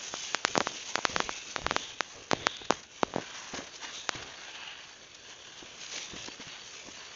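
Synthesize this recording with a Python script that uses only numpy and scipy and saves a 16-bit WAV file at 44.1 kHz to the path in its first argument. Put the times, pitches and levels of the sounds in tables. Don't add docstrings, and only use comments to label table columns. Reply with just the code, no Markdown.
import sys
import numpy as np
from scipy import signal
from scipy.fft import rfft, irfft, next_fast_len
from scipy.io import wavfile
from scipy.ndimage import map_coordinates

SR = 44100
rng = np.random.default_rng(int(sys.argv[2]) if len(sys.argv) > 2 else 0)


def materialize(psi):
    bounded = np.clip(np.atleast_2d(psi).T, -1, 1)
    quanta = np.round(bounded * 32767).astype(np.int16)
    wavfile.write(sys.argv[1], SR, quanta)


N = 315315

# start_s, length_s, rate_chirps_per_s, level_db (before scatter)
CHIRP_BOUTS = [(3.72, .05, 8.3, -56), (4.37, .3, 8, -58.5), (4.82, .83, 10.25, -61.5),
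               (6.315, .45, 10.4, -55), (6.997, .15, 9.7, -54.5)]
CHIRP_LENGTH_S = .038
CHIRP_JITTER_S, CHIRP_SCATTER_DB = .005, 1.5

# start_s, strength_db, contact_hardness_hz, body_pitch_hz
TICKS = [(0.1402, 10, 960, 1360), (0.347, 13, 6800, 1420), (0.4502, 16.5, 6840, 1320),
         (0.5547, 13, 2890, 1230), (0.5649, 12.5, 900, 1230), (0.6054, 13.5, 3600, 1160),
         (0.6103, 16, 590, 1520), (0.614, 8, 1040, 530), (0.6171, 4.5, 880, 530), (0.6714, 12, 2410, 1050),
         (0.9562, 13.5, 6060, 1410), (0.9806, 6.5, 1240, 830), (0.9896, 7.5, 1470, 780),
         (1.0525, 17, 4900, 1250), (1.1633, 14, 4020, 1270), (1.2033, 15, 3230, 1060),
         (1.2932, 10, 1930, 1100), (1.5624, 10, 4080, 1300), (1.5823, -2, 1680, 530),
         (1.5897, 2.0, 820, 527), (1.6186, -3.5, 3790, 680), (1.6655, 14, 3270, 1140),
         (1.7106, 13.5, 3330, 1140), (1.7645, 15, 3850, 1130), (2.0072, 13, 4600, 1400),
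         (2.3138, 13.5, 5200, 1210), (2.4692, 18.5, 5130, 1260), (2.7003, 3, 730, 855),
         (2.724, 5.5, 2830, 1000), (3.1388, 6, 1140, 950), (4.0925, 12, 9900, 1370)]
# start_s, strength_db, contact_hardness_hz, body_pitch_hz
KNOCKS = [(0.578, 19.5, 7000, 730), (1.7212, 4, 2860, 510), (2.3328, 19.5, 3370, 683),
          (2.7063, 20, 7000, 960), (3.0324, 19.5, 3070, 917), (3.1613, 15.5, 1530, 600),
          (3.1837, 10.5, 1590, 663), (3.199, 1.5, 500, 450)]
# frequency_hz, gain_db
TICK_BODY = [(30, -41.5), (100, -18), (300, -6.5), (600, -3.5), (950, -2.5), (1350, .5), (1700, -2),
             (2150, -5.5), (3000, -9), (4400, -8), (6500, -8)]
# frequency_hz, gain_db
KNOCK_BODY = [(30, -38), (100, -16.5), (200, -2), (350, 1), (600, 0), (950, 0), (1400, -5.5), (1800, -17.5),
              (2500, -12.5), (4500, -17), (6500, -11.5)]
TICK_HZ, KNOCK_HZ = 1300, 900

# start_s, length_s, jolt_db, sole_db (levels before flutter and trim)
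STEPS = [(.11, .04, -63, -62), (.47, 0.15, -54, -53), (.69, 0.045, -70, -51.5), (1.08, .16, -47.5, -47.5),
         (1.59, 0.077, -47, -54), (1.72, 0.044, -52.5, -47), (1.9, .02, -60, -67),
         (2.14, 0.051, -57.5, -54), (2.33, 0.1, -49, -47), (2.6, 0.019, -53, -61),
         (2.705, 0.019, -52, -49.5), (3.035, 0.054, -53, -51), (3.14, .07, -59, -50.5),
         (3.53, 0.066, -57, -47.5), (3.825, 0.028, -74.5, -56), (4.15, 0.093, -54, -51),
         (5.62, .015, -57, -61), (5.93, 0.052, -71, -53), (6.12, 0.057, -53, -53.5),
         (6.24, 0.043, -61, -56), (6.85, 0.03, -61, -56.5)]
STEP_ATTACK_S, STEP_RELEASE_DB_PER_S = .025, 150.5
JOLT_FLOOR_DB, SOLE_FLOOR_DB = -67.5, -60
SHUFFLE_FOLLOWS = .45
# frequency_hz, gain_db
SOIL = [(60, -29.5), (140, -3), (220, -0.5), (450, 3.5), (680, -1.5), (900, -16), (1600, -41.5)]
# frequency_hz, gain_db
JOLT = [(10, -9), (28, -4.5), (55, -1.5), (120, 1), (170, -7.5), (350, -39.5)]
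# centre_s, rms_db (before the swell), length_s, low_cutoff_hz
SCUFFS = [(0.48, -32, 0.0056, 900), (1.102, -42.5, 0.027, 700), (2.569, -35.5, 0.0027, 1200),
          (2.654, -40, 0.0045, 1490), (2.723, -41, 0.012, 503), (2.835, -45, 0.0058, 1500),
          (3.549, -39, 0.013, 500), (3.578, -37, 0.0087, 700), (3.64, -50, 0.0088, 3500),
          (3.761, -42, 0.012, 3500), (4.156, -40, 0.011, 500), (4.229, -41, 0.0098, 500),
          (4.448, -52, 0.0069, 596), (5.15, -44.5, 0.0065, 4800), (5.816, -41, 0.0053, 2500),
          (5.865, -39, 0.0033, 2200), (5.926, -41.5, 0.022, 2500), (5.963, -35, 0.0062, 2000),
          (5.982, -35.5, 0.0058, 1500), (6.016, -38, 0.0011, 2500), (6.167, -40, .005, 600),
          (6.245, -40, 0.0054, 500), (6.262, -38, 0.0063, 2200), (6.278, -40.5, 0.0044, 300),
          (6.285, -41, 0.0051, 600), (6.481, -43.5, .004, 2200)]
# start_s, level_db, pitch_hz
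THUDS = [(1.097, -37, 241), (1.167, -37, 175), (1.647, -37, 61.7), (1.678, -39, 126), (2.617, -36, 406),
         (3.536, -34.5, 280), (3.541, -29.5, 342), (3.588, -32.5, 258), (3.606, -31, 700),
         (4.152, -34, 334), (4.157, -40, 118), (5.627, -36.5, 338), (6.137, -38, 197), (6.163, -39, 260),
         (6.285, -35, 288), (6.4, -36.5, 262), (6.471, -42.5, 147), (6.886, -38, 290)]

# start_s, length_s, straw_db, swish_db, hiss_db (before flutter and trim)
SWEEPS = [(0.01, 0.19, -56, -47.5, -44), (.213, 0.049, -54, -42, -42.5), (.479, 0.47, -54.5, -46.5, -47),
          (1.043, .21, -51, -45.5, -46.5), (1.294, 0.26, -56, -47, -47.5), (1.68, 0.14, -52, -43, -47.5),
          (1.88, 0.063, -66, -50.5, -62), (2.02, 0.17, -55, -56, -56), (2.313, 0.12, -51, -46.5, -55),
          (2.44, 0.15, -54.5, -44, -58), (2.71, 0.023, -47.5, -47, -49), (2.91, 0.26, -59, -56.5, -57.5),
          (3.15, .13, -48.5, -51, -57.5), (3.335, 0.12, -49, -54, -50), (3.53, 0.039, -47, -57, -50),
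          (3.82, 0.021, -42.5, -43, -46.5), (3.925, 0.03, -53, -41.5, -44.5),
          (4.11, 0.09, -47.5, -46.5, -53), (4.265, 0.24, -50, -50.5, -58), (4.54, 0.2, -49.5, -46, -68),
          (4.66, 0.014, -63, -48, -67), (4.785, 0.13, -57, -56, -62), (5.27, 0.042, -55.5, -50, -55),
          (5.79, 0.15, -60, -50, -51), (5.925, 0.081, -50.5, -42, -45), (6.16, .055, -53.5, -46, -51.5),
          (6.39, .13, -53, -49.5, -59), (6.645, 0.25, -58, -53, -53), (6.94, 0.19, -53.5, -51, -58)]
SWEEP_ATTACK_S, SWEEP_RELEASE_DB_PER_S = 0.045, 100
# time_s, swish_db (before flutter and trim)
RUSTLE = [(0, -48), (1.8, -51), (2.25, -55.5), (2.87, -60.5), (3.3, -49.5), (4.5, -53.5), (5.05, -56),
          (5.7, -50), (7.15, -52)]
RUSTLE_STRAW_DB, RUSTLE_HISS_DB = -4, -4
# centre_s, length_s, pitch_hz, width_hz, share_0_to_1
SLIDES = [(.80, .14, 2640, 300, 0.1), (1.85, 0.2, 3360, 420, 0.5), (2.416, .08, 2150, 250, 0.24),
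          (2.52, 0.2, 3460, 330, 0.75), (3.98, 0.084, 3620, 380, 0.7), (4.653, 0.17, 2780, 297, 0.66),
          (5.5, 0.4, 3200, 297, 0.38), (6.19, 0.056, 3350, 553, 0.5)]
# frequency_hz, gain_db
STRAW = [(350, -22), (700, -2.5), (1050, -0.5), (1380, -2.5), (1620, 2), (2100, -3), (2500, -12.5),
         (3500, -45.5)]
# frequency_hz, gain_db
BLADES = [(1500, -35), (2150, -5.5), (2550, -1.5), (2950, -0.5), (3650, -2), (4050, -5), (4550, -5.5),
          (5000, -13), (6000, -38)]
# frequency_hz, gain_db
HISS = [(3800, -30.5), (4700, -5.5), (5150, -4.5), (5750, 2), (6150, 3.5), (6550, 1.8), (6900, -2.5),
        (8000, -10)]

TOP_HZ = 7130


def amp(db):
    return 10 ** (np.asarray(db) / 20)


def unit(x):
    return x / np.sqrt(np.mean(x ** 2) + 1e-20)


def gain(points, hz):
    point_hz, db = np.transpose(points)
    return amp(np.interp(np.log(hz + 1), np.log(point_hz + 1), db))


def clock():
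    return np.arange(N) / SR


def curves(rows):
    s, *columns = np.transpose(rows)
    return [np.interp(clock(), s, column) for column in columns]


def wobble(rate):
    knots = rng.standard_normal(int(N * rate / SR) + 4)
    return map_coordinates(knots, [clock() * rate])


def bell(t, length):
    return np.exp(-np.square(2 * t / length) / 2)


def filtered(x, response):
    size = next_fast_len(len(x) + 8192)
    return irfft(rfft(x, size) * response(np.fft.rfftfreq(size, 1 / SR)), size)[:len(x)]


def causal(magnitude):
    cepstrum = irfft(np.log(np.maximum(magnitude, 1e-6)))
    half = len(cepstrum) // 2
    cepstrum[1:half] *= 2
    cepstrum[half + 1:] = 0
    return irfft(np.exp(rfft(cepstrum)))


def add(track, s, sound):
    start = int(np.clip(round(s * SR), 0, N - 1))
    track[start:start + len(sound)] += sound[:N - start]


def patches(x, depth_db, span_hz, life):
    hz, t, spectrum = signal.stft(x, SR, nperseg=1024)
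    knots = rng.standard_normal((600, 600))
    grid = np.meshgrid(hz / span_hz, t / life, indexing="ij")
    field = map_coordinates(knots, grid, mode="wrap")
    return signal.istft(spectrum * amp(depth_db * field), SR, nperseg=1024)[1][:N]


def friction(colour, rate, spread_db, grain_share, patchy_db):
    sizes = amp(spread_db * np.clip(rng.standard_normal(N), -2, 2))
    slips = (rng.random(N) < rate / SR) * rng.choice([-1, 1], N) * sizes
    share = np.clip(grain_share, 0, 1)
    drive = np.sqrt(share) * unit(slips) + np.sqrt(1 - share) * rng.standard_normal(N)
    drifting = patches(drive, patchy_db, span_hz=168.6, life=.09)
    return unit(filtered(drifting, lambda hz: gain(colour, hz)))


def strokes(table, attack_s, release_db_per_s):
    t, power = clock(), 0
    for s, length, *levels_db in table:
        swell = np.clip((t - s) / attack_s + .5, 0, 1)
        shape = swell * amp(-release_db_per_s * np.clip(t - s - length, 0, 2))
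        power = power + np.square(amp(levels_db)[:, None] * shape)
    return power


def insect(pitch_hz, rasp, rasp_rate, flutter_db, length):
    t, chirps = clock(), np.zeros(N)
    flutter = amp(flutter_db * wobble(rasp_rate))
    phase = 2 * np.pi * pitch_hz * t + rasp * wobble(rasp_rate)
    note = unit(flutter * np.sin(phase))
    for start, bout_s, rate, db in CHIRP_BOUTS:
        for s in np.arange(start, start + bout_s, 1 / rate):
            late, louder = rng.standard_normal(2)
            level = amp(db + CHIRP_SCATTER_DB * louder)
            chirps += level * bell(t - s - CHIRP_JITTER_S * late, length)
    return chirps * note


def taps(table, body, body_hz, size=2048):
    track, hz = np.zeros(N), np.fft.rfftfreq(size, 1 / SR)
    for s, db, hard_hz, pitch_hz in table:
        softness = 1 / np.sqrt(1 + (hz / hard_hz) ** 4)
        case = gain(body, hz * body_hz / pitch_hz)
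        add(track, s, amp(db) * causal(case * softness))
    return track


def steps():
    rustle_db, = curves(RUSTLE)
    shuffle = amp(SOLE_FLOOR_DB + SHUFFLE_FOLLOWS * (rustle_db - rustle_db.mean()))
    jolt_power, sole_power = strokes(STEPS, STEP_ATTACK_S, STEP_RELEASE_DB_PER_S)
    sole_gain = np.sqrt(sole_power + shuffle ** 2) * amp(1.5 * wobble(55) - .6)
    sole = sole_gain * friction(SOIL, rate=200, spread_db=2.5, grain_share=0.41, patchy_db=0.9)
    jolt_gain = np.sqrt(jolt_power + amp(JOLT_FLOOR_DB) ** 2) * amp(0.56 * wobble(25) - 3.0)
    jolt = jolt_gain * friction(JOLT, rate=120, spread_db=3, grain_share=0.14, patchy_db=-0.5)
    return sole + jolt


def scuffs(bright_hz):
    track = np.zeros(N)
    t = np.arange(SR // 5) / SR - .1
    for s, db, length, low_hz in SCUFFS:
        def band(hz):
            bass_cut = hz ** 2 / (hz ** 2 + low_hz ** 2)
            treble_cut = 1 / np.sqrt(1 + (hz / bright_hz) ** 2)
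            return bass_cut * treble_cut * (hz < TOP_HZ)
        grit = unit(filtered(rng.laplace(size=len(t)), band))
        add(track, s + t[0], amp(db) * grit * bell(t, length))
    return track


def thuds(attack_cycles, ring_cycles, overtone, overtone_db, grit_db):
    track, t = np.zeros(N), np.arange(SR // 10) / SR
    for s, db, pitch_hz in THUDS:
        cycles = pitch_hz * t
        swell = (1 - np.exp(-cycles / attack_cycles)) * np.exp(-cycles / ring_cycles)
        grit = unit(filtered(rng.standard_normal(len(t)), lambda hz: gain(STRAW, hz)))
        ratio = overtone * np.exp(0.2 * rng.standard_normal())
        body = np.sin(2 * np.pi * cycles) + amp(overtone_db) * np.sin(2 * np.pi * cycles * ratio)
        thud = swell / swell.max() * (0.95 * body + amp(grit_db) * grit)
        add(track, s - attack_cycles / pitch_hz, amp(db) * thud)
    return track


def slides(swish):
    for s, length, pitch_hz, width_hz, share in SLIDES:
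        part = np.clip(share, 0, 1) * bell(clock() - s, length)
        band = lambda hz: 1 / (1 + ((hz - pitch_hz) / width_hz) ** 4 / 2)
        singing = unit(filtered(rng.standard_normal(N), band))
        swish = np.sqrt(1 - part) * swish + np.sqrt(part) * singing
    return swish


def grass():
    rustle_db, = curves(RUSTLE)
    steady = amp(rustle_db + np.array([[RUSTLE_STRAW_DB], [0], [RUSTLE_HISS_DB]]))
    sweep_power = strokes(SWEEPS, SWEEP_ATTACK_S, SWEEP_RELEASE_DB_PER_S)
    straw_gain, swish_gain, hiss_gain = np.sqrt(steady ** 2 + sweep_power)
    catch_db = .5 * wobble(16) + 0.92 * wobble(45) + 1.04 * wobble(170)

    crunch = friction(STRAW, rate=400, spread_db=3.5, grain_share=0.23, patchy_db=1.8)
    straw = straw_gain * amp(catch_db - 1.28) * crunch
    blades = slides(friction(BLADES, rate=700, spread_db=5.5, grain_share=.3, patchy_db=1.9))
    swish = swish_gain * amp(catch_db + 0.73 * wobble(30) - 0.82) * blades
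    tips = friction(HISS, rate=900, spread_db=5.5, grain_share=0.35, patchy_db=1.0)
    hiss = hiss_gain * amp(catch_db + 0.55 * wobble(60) + 2.2) * tips
    return straw + swish + hiss


def scene():
    meadow = insect(pitch_hz=4515, rasp=1.3, rasp_rate=110, flutter_db=4, length=CHIRP_LENGTH_S)
    camera = taps(TICKS, TICK_BODY, TICK_HZ) + taps(KNOCKS, KNOCK_BODY, KNOCK_HZ)
    footfalls = thuds(attack_cycles=.4, ring_cycles=0.92, overtone=2.15, overtone_db=-5, grit_db=-13)
    feet = steps() + scuffs(bright_hz=4600) + footfalls
    return (meadow + camera + feet + grass())[None]


def record(dry):
    band = lambda hz: 1 / np.sqrt(1 + (hz / TOP_HZ) ** 46)
    heard = filtered(dry[0], band)
    rounded = heard / (1 + np.abs(heard / .92) ** 8) ** (1 / 8)
    return filtered(rounded, band)[None]


dry = scene()
out = record(dry)
materialize(out)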